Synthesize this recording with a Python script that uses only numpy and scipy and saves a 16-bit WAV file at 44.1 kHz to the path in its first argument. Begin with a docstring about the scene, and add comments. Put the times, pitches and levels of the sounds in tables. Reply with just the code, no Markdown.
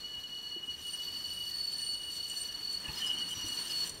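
"""Wheel squeal of a tram creeping round a tight curve in the open, a few metres away.
The wheels slip sideways and sing in three modes; several at nearly one pitch beat against each other.
Flanges scrape the rail, ring the wheels and chirp in further modes. Underneath: rolling, rumble,
knocks, a rail joint and faint hum. The rolling grows, with two thumps, as a bogie comes close."""
import sys
import numpy as np
from scipy import signal
from scipy.fft import rfft, irfft
from scipy.io import wavfile
from scipy.ndimage import map_coordinates

SR = 44100
rng = np.random.default_rng(int(sys.argv[2]) if len(sys.argv) > 2 else 0)


def log_audio(samples):
    """Write samples as a 16-bit WAV file to the path given in sys.argv[1]."""
    # one column per channel
    frames = np.atleast_2d(samples).T
    # limit to full scale, then quantise
    limited = np.clip(frames, -1, 1)
    pcm = np.round(limited * 32767).astype(np.int16)
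    wavfile.write(sys.argv[1], SR, pcm)


N = 176400
T = np.arange(N) / SR

# electrical hum: f/Hz, level/dB
HUM_TONES = [(452, -74), (744, -76)]
# rumble spectrum: f/Hz, relative density/dB
RUMBLE_SPECTRUM = [(15, -43), (30, -3.5), (55, -5), (85, -0.5), (120, -8.5), (220, -11), (330, -11),
                   (600, -12), (1500, -31)]
# rumble envelope: t/s, level/dB
RUMBLE_DB = [(0, -63), (.7, -64.5), (1.55, -61.5), (2.4, -62), (2.9, -62), (3.6, -63), (4, -54)]
# rolling spectrum: f/Hz, relative density/dB
ROLL_SPECTRUM = [(95, -9), (150, 0), (270, -2.5), (350, -4), (480, -11.5), (700, -13.5), (950, -5.5),
                 (1400, -8), (1800, -7), (2150, -10.5), (2650, -9.5), (3400, -14)]
# rolling envelope: t/s, level/dB
ROLL_DB = [(0, -59), (.65, -60.5), (1.05, -58), (1.85, -58.5), (2.2, -58.5), (2.78, -57), (2.86, -50.5),
           (3.1, -52), (3.5, -52), (3.85, -52), (3.95, -58.5), (4, -60)]
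# bogie bumps: t/s, length/s, level/dB
BUMP_EVENTS = [(0.156, 0.035, -57.5), (0.695, 0.15, -60), (1.05, 0.41, -61), (2.882, 0.022, -46.5),
               (3.362, 0.025, -51), (3.438, 0.037, -47.5)]
# bump spectrum: f/Hz, relative density/dB
BUMP_SPECTRUM = [(40, -22), (80, 10.5), (130, -10), (220, -8), (340, -13), (500, -20.5)]
# running-gear knocks: t/s, base f/Hz, t60/s, level/dB
KNOCK_EVENTS = [(0.162, 85, 0.065, -53), (0.562, 374, 0.051, -41.5), (.678, 265, .05, -50),
                (1.391, 169, 0.054, -52.5), (2.885, 162, 0.082, -42.5), (3.439, 92, 0.083, -50),
                (3.444, 333, 0.068, -45)]
# knock modes: ratio to base f, gain/dB
KNOCK_PARTIALS = [(0.92, 5), (0.625, -3), (2.1, -13)]
# rail joint crossing: t/s, length/s, level/dB
JOINT_EVENT = (2.872, 0.042, -42)
# modes rung at the joint: f/Hz, width/Hz, gain/dB
JOINT_RESONANCES = [(885, 40, 7), (1900, 660, -17), (2640, 260, -1), (2800, 110, 3)]

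# flange friction envelope: t/s, level/dB
FRICTION_DB = [(0, -56.5), (.08, -58), (.5, -57.5), (.6, -63), (.71, -55.5), (.76, -59), (.81, -52.5),
               (1.3, -54.5), (1.7, -52.5), (2.0, -55), (2.22, -52.5), (2.5, -53.5), (2.62, -54), (2.8, -54),
               (2.98, -48), (3.16, -52), (3.38, -50.5), (3.52, -48), (3.63, -47), (3.87, -47),
               (3.93, -58.5), (4, -56)]
# wheel modes rung by friction: f/Hz, width/Hz, gain/dB
FRICTION_RESONANCES = [(1739, 49, -2), (2890, 30, 9), (3008, 280, 4.5), (4010, 940, -7.5), (4496, 70, 3),
                       (5130, 140, -4), (5815, 150, 3.5), (6400, 110, -13.5), (7405, 92, -1.5),
                       (8780, 78, -3), (10350, 190, -13), (11840, 250, -7), (13300, 190, -15),
                       (14400, 460, -12)]
# contact hiss: f/Hz, relative density/dB
FRICTION_SPECTRUM = [(1000, -19.5), (2400, -10), (3500, -1), (5000, -4), (6500, -6), (9500, -10),
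                     (12500, -12.5), (14500, -14.5), (16000, -13)]
# flange scrapes: t/s, length/s, level/dB
SCRAPE_EVENTS = [(0.18, .04, -59), (0.623, 0.098, -59), (0.912, 0.051, -46.5), (1.742, 0.16, -51),
                 (1.88, 0.074, -55), (2.086, 0.11, -49), (2.24, 0.26, -50.5), (2.353, 0.07, -47),
                 (2.69, 0.086, -48.5), (3.036, 0.068, -47.5), (3.271, 0.077, -42.5), (3.44, 0.14, -47.5),
                 (3.676, 0.26, -49.5)]
# modes of the scraping wheel: f/Hz, width/Hz, gain/dB
SCRAPE_RESONANCES = [(5920, 160, -0.5), (7210, 120, -2), (7850, 600, -12), (8700, 130, 4.5),
                     (10280, 190, -10), (11300, 550, -18), (13000, 310, -15)]
# scrape hiss: f/Hz, relative density/dB
SCRAPE_SPECTRUM = [(4500, 5.5), (6500, -4), (9500, -5), (12500, -8), (15500, -8)]
# single modes catching: t/s, length/s, f/Hz, rms shake/Hz, level/dB
CHIRP_EVENTS = [(0, 0.67, 1710, 25, -69), (0.805, 1.2, 5180, 72, -63), (0.93, 0.025, 8960, 78, -44.5),
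                (1.487, 0.12, 1850, 70, -62), (1.73, .11, 1765, 45, -62), (2.243, 0.36, 1740, 48.6, -63),
                (2.389, 0.052, 8710, 60, -45), (2.839, 0.029, 2893, 22, -41),
                (2.839, 0.05, 1730, 25, -54.5), (2.95, 0.058, 5110, 71, -46.5),
                (2.992, .045, 1790, 21.7, -50), (2.999, 0.071, 3076, 21.9, -38.5),
                (3.036, 0.013, 2990, 29, -32), (3.063, 0.031, 5100, 34, -41), (3.075, 0.055, 3070, 28, -46),
                (3.097, 0.0096, 2960, 19, -32.5), (3.109, .009, 2990, 20, -32.5),
                (3.153, 0.066, 3040, 41, -43.5), (3.301, 0.047, 3090, 44, -42.5),
                (3.318, 0.17, 5840, 55, -46.5), (3.586, 0.11, 8880, 13, -52.5),
                (3.696, 0.03, 5090, 50, -44)]

# low squeal pitch: t/s, f/Hz
LOW_HZ = [(0, 2925), (.35, 2921), (.85, 2914), (1.25, 2935), (1.55, 2905), (1.9, 2919), (2.6, 2918.5),
          (2.87, 2897.5), (3.1, 2919), (3.5, 2904), (4, 2898.5)]
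# low squeal envelope: t/s, level/dB
LOW_DB = [(0, -46.5), (.5, -45), (.65, -40), (.8, -45), (1.0, -42.5), (1.12, -45), (1.45, -42.5),
          (1.62, -53.5), (1.73, -58), (1.84, -46), (2.03, -42.5), (2.15, -47.5), (2.3, -42.5), (2.65, -50),
          (2.8, -57), (2.96, -54.5), (3.01, -38.5), (3.18, -37.5), (3.39, -47.5), (3.5, -40.5),
          (3.65, -50.5), (3.73, -42.5), (4, -73.5)]
# wheels in the low squeal: offset/Hz, gain/dB
LOW_VOICES = [(0, -3.5), (-14, -6.5), (16.5, -6.5)]
# high squeal pitch: t/s, f/Hz
HIGH_HZ = [(0, 4394), (.3, 4376), (.52, 4394), (.63, 4351.5), (.75, 4412), (1.15, 4456), (1.9, 4452.5),
           (2.4, 4434), (2.77, 4444.5), (2.98, 4349), (3.25, 4421.5), (3.8, 4412), (4, 4380)]
# high squeal envelope: t/s, level/dB
HIGH_DB = [(0, -46), (.17, -52), (.53, -46.5), (.67, -62.5), (.73, -41), (.78, -63), (.85, -48.5),
           (1.28, -41.5), (1.4, -47.5), (1.58, -35.5), (1.93, -36), (1.99, -47), (2.23, -41), (2.55, -43),
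           (2.74, -35.5), (2.81, -46), (3.02, -46.5), (3.09, -64), (3.14, -44), (3.28, -42.5), (3.32, -68),
           (3.38, -48.5), (3.6, -38.5), (3.69, -49.5), (3.75, -33.5), (3.825, -33), (3.85, -43), (4, -55.5)]
# its third harmonic: t/s, level/dB
HIGH_THIRD_DB = [(0, -78), (.75, -73), (1.0, -62), (1.5, -61), (2.0, -66), (2.5, -67), (4, -88)]
# wheels in the high squeal: offset/Hz, gain/dB
HIGH_VOICES = [(1, -5.5), (-30, -7), (24, -10.5), (-66, -16.5)]
# top squeal pitch, about an octave above the high: t/s, f/Hz
TOP_HZ = [(0, 8909.5), (.9, 8911), (1.9, 8904.5), (4, 8889)]
# top squeal envelope: t/s, level/dB
TOP_DB = [(0, -85), (.6, -76), (.68, -76), (.9, -51.5), (1.05, -65), (1.3, -54), (1.7, -56), (1.86, -45.5),
          (2.0, -54), (2.45, -62), (2.6, -62.5), (3.2, -57), (3.65, -56), (4, -56.5)]
# wheels in the top squeal: offset/Hz, gain/dB
TOP_VOICES = [(-0.5, 2.5), (-105, -3), (69, -5.5)]


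def undb(db):
    """dB to gain."""
    return 10 ** (np.asarray(db) / 20)


def unit_rms(x):
    """Scale to rms 1."""
    return x / np.sqrt(np.mean(x ** 2))


def curve(rows):
    """Linear interpolation of (t/s, value) rows."""
    return np.interp(T, *np.array(rows, float).T)


def walk(rate_hz):
    """Smooth random motion, rms 1, rate_hz knots a second."""
    return unit_rms(map_coordinates(rng.standard_normal(4096), [T * rate_hz + 4], order=2, mode="wrap"))


def colour(x, spectrum):
    """Filter by a spectrum, -20 dB/octave past its ends; rms 1."""
    hz, db = np.array(spectrum, float).T
    octave = np.log2(np.maximum(np.fft.rfftfreq(N, 1 / SR), 1))
    beyond_oct = np.abs(octave - np.clip(octave, np.log2(hz[0]), np.log2(hz[-1])))
    gain_db = np.interp(octave, np.log2(hz), db) - 20 * beyond_oct
    return unit_rms(irfft(rfft(x) * undb(gain_db), N))


def ring(force, modes):
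    """Force through wheel resonances; rms 1."""
    bins_hz = np.fft.rfftfreq(N, 1 / SR)
    response = sum(undb(db) / (1 + 2j * (bins_hz - hz) / width_hz) ** 2 for hz, width_hz, db in modes)
    return unit_rms(irfft(rfft(force) * response, N))


def gate(start_s, length_s, edge_s):
    """Trapezoid envelope."""
    return np.clip(np.minimum(T - start_s, start_s + length_s - T) / edge_s, 0, 1)


def phase_rad(hz):
    """Running phase, random start."""
    return 2 * np.pi * (np.cumsum(hz) / SR + rng.random())


def slips(grain_db):
    """Stick-slip force: dense impulses of uneven size."""
    return unit_rms(rng.standard_normal(N) * undb(grain_db * walk(700)))


def hum():
    """Electrical equipment: faint, slightly wavering tones."""
    return sum(np.sqrt(2) * undb(db) * np.sin(phase_rad(hz + 3 * walk(10))) for hz, db in HUM_TONES)


def rumble():
    """Low noise, slowly wavering in level."""
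    return colour(rng.standard_normal(N), RUMBLE_SPECTRUM) * undb(curve(RUMBLE_DB) + 0.73 * walk(8.3))


def rolling():
    """Wheels grind along the rail."""
    return colour(slips(grain_db=1.0), ROLL_SPECTRUM) * undb(curve(ROLL_DB) + walk(25.02))


def bumps(edge_s=0.0037):
    """Uneven rail shakes the bogie in low bursts."""
    bursts = sum(undb(db) * gate(start_s, length_s, edge_s) for start_s, length_s, db in BUMP_EVENTS)
    return colour(slips(grain_db=1.5), BUMP_SPECTRUM) * bursts


def knocks(attack_s=0.0023):
    """Dull blows ring damped modes of the running gear."""
    out = np.zeros(N)
    for start_s, hz, t60_s, db in KNOCK_EVENTS:
        age_s = np.maximum(T - start_s, 0)
        body = sum(undb(gain_db) * np.sin(2 * np.pi * hz * ratio * age_s)
                   for ratio, gain_db in KNOCK_PARTIALS)
        envelope = (1 - np.exp(-age_s / attack_s)) * undb(-60 * age_s / t60_s)
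        out += undb(db) * body * envelope
    return out


def rail_joint():
    """A wheel crosses a joint: brief clatter in heavily damped modes."""
    start_s, length_s, db = JOINT_EVENT
    swell = gate(start_s, length_s, edge_s=length_s / 2)
    return undb(db) * swell * ring(slips(grain_db=2), JOINT_RESONANCES)


def flanges(edge_s=0.031):
    """Flange friction rings one wheel, scrapes ring another; both hiss and flicker."""
    rub = undb(0.5) * ring(slips(grain_db=5.0), FRICTION_RESONANCES)
    rub += undb(-2) * colour(slips(grain_db=1.5), FRICTION_SPECTRUM)
    scrape = ring(slips(grain_db=6.5), SCRAPE_RESONANCES)
    scrape += undb(-6) * colour(rng.standard_normal(N), SCRAPE_SPECTRUM)
    presses = sum(undb(db) * gate(start_s, length_s, edge_s) for start_s, length_s, db in SCRAPE_EVENTS)
    flicker = undb(walk(29.92))
    return (rub * undb(curve(FRICTION_DB)) + unit_rms(scrape) * presses) * flicker


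def chirps():
    """One mode catches with shaky pitch and chattering grip, then lets go."""
    out = np.zeros(N)
    shake = walk(330)
    chatter = unit_rms(undb(2 * walk(170)))
    for start_s, length_s, hz, shake_hz, db in CHIRP_EVENTS:
        shift = rng.integers(N)  # decorrelates the chirps
        tone = np.sqrt(2) * np.sin(phase_rad(hz + shake_hz * np.roll(shake, shift)))
        envelope = gate(start_s, length_s, edge_s=0.18 * length_s)
        out += undb(db) * envelope * np.roll(chatter, shift) * tone
    return out


def sing(pitch_hz, level_db, wheels, wander_hz, tremble_hz, flutter_db, flutter_hz):
    """Self-excited wheels beat in one mode. Returns harmonics 1-3, each rms 1."""
    harmonics = np.zeros((3, N))
    # above -38 dB the first wheel takes over and the pitch steadies
    lead_db = 1.83 * np.maximum(curve(level_db) + 38, 0)
    looseness = undb(-1.5 * lead_db)
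    for k, (offset_hz, db) in enumerate(wheels):
        shake_hz = looseness * (wander_hz * walk(25) + tremble_hz * walk(300))
        phase = phase_rad(curve(pitch_hz) + offset_hz + shake_hz)
        grip = 2 * np.tanh(walk(flutter_hz) + 1)  # mostly firm, brief losses
        gain_db = db + flutter_db * grip - (k > 0) * lead_db
        harmonics += undb(gain_db) * np.sin(np.outer([1, 2, 3], phase))
    return [unit_rms(harmonic) for harmonic in harmonics]


def squeal():
    """Sideways slip drives three wheel modes; the lower two carry overtones."""
    low = sing(LOW_HZ, LOW_DB, LOW_VOICES, wander_hz=5.095, tremble_hz=5.2, flutter_db=4, flutter_hz=50)
    high = sing(HIGH_HZ, HIGH_DB, HIGH_VOICES,
                wander_hz=8.87, tremble_hz=18.6, flutter_db=4.5, flutter_hz=80)
    top = sing(TOP_HZ, TOP_DB, TOP_VOICES, wander_hz=14, tremble_hz=37.7, flutter_db=5.5, flutter_hz=80)
    return (undb(curve(LOW_DB)) * (low[0] + undb(-25) * low[1])
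            + undb(curve(HIGH_DB)) * (high[0] + undb(-24) * high[1])
            + undb(curve(HIGH_THIRD_DB)) * high[2]
            + undb(curve(TOP_DB)) * top[0])


def scene():
    """Tram plus faint scatter from ground, car body and yard; mono."""
    echo_t60_s, echo_db = 0.41, -14
    tram = squeal() + flanges() + chirps() + rolling() + rumble() + hum()
    tram += bumps() + knocks() + rail_joint()
    tail = rng.standard_normal(N) * undb(-60 * T / echo_t60_s)
    echo = signal.fftconvolve(tram, tail / np.linalg.norm(tail))[:N]
    return (tram + undb(echo_db) * echo)[None]


def record(dry):
    """Steep elliptic low-pass."""
    cutoff_hz = 15720
    return signal.sosfilt(signal.ellip(12, .1, 80, cutoff_hz, fs=SR, output="sos"), dry)


dry = scene()
out = record(dry)
log_audio(out)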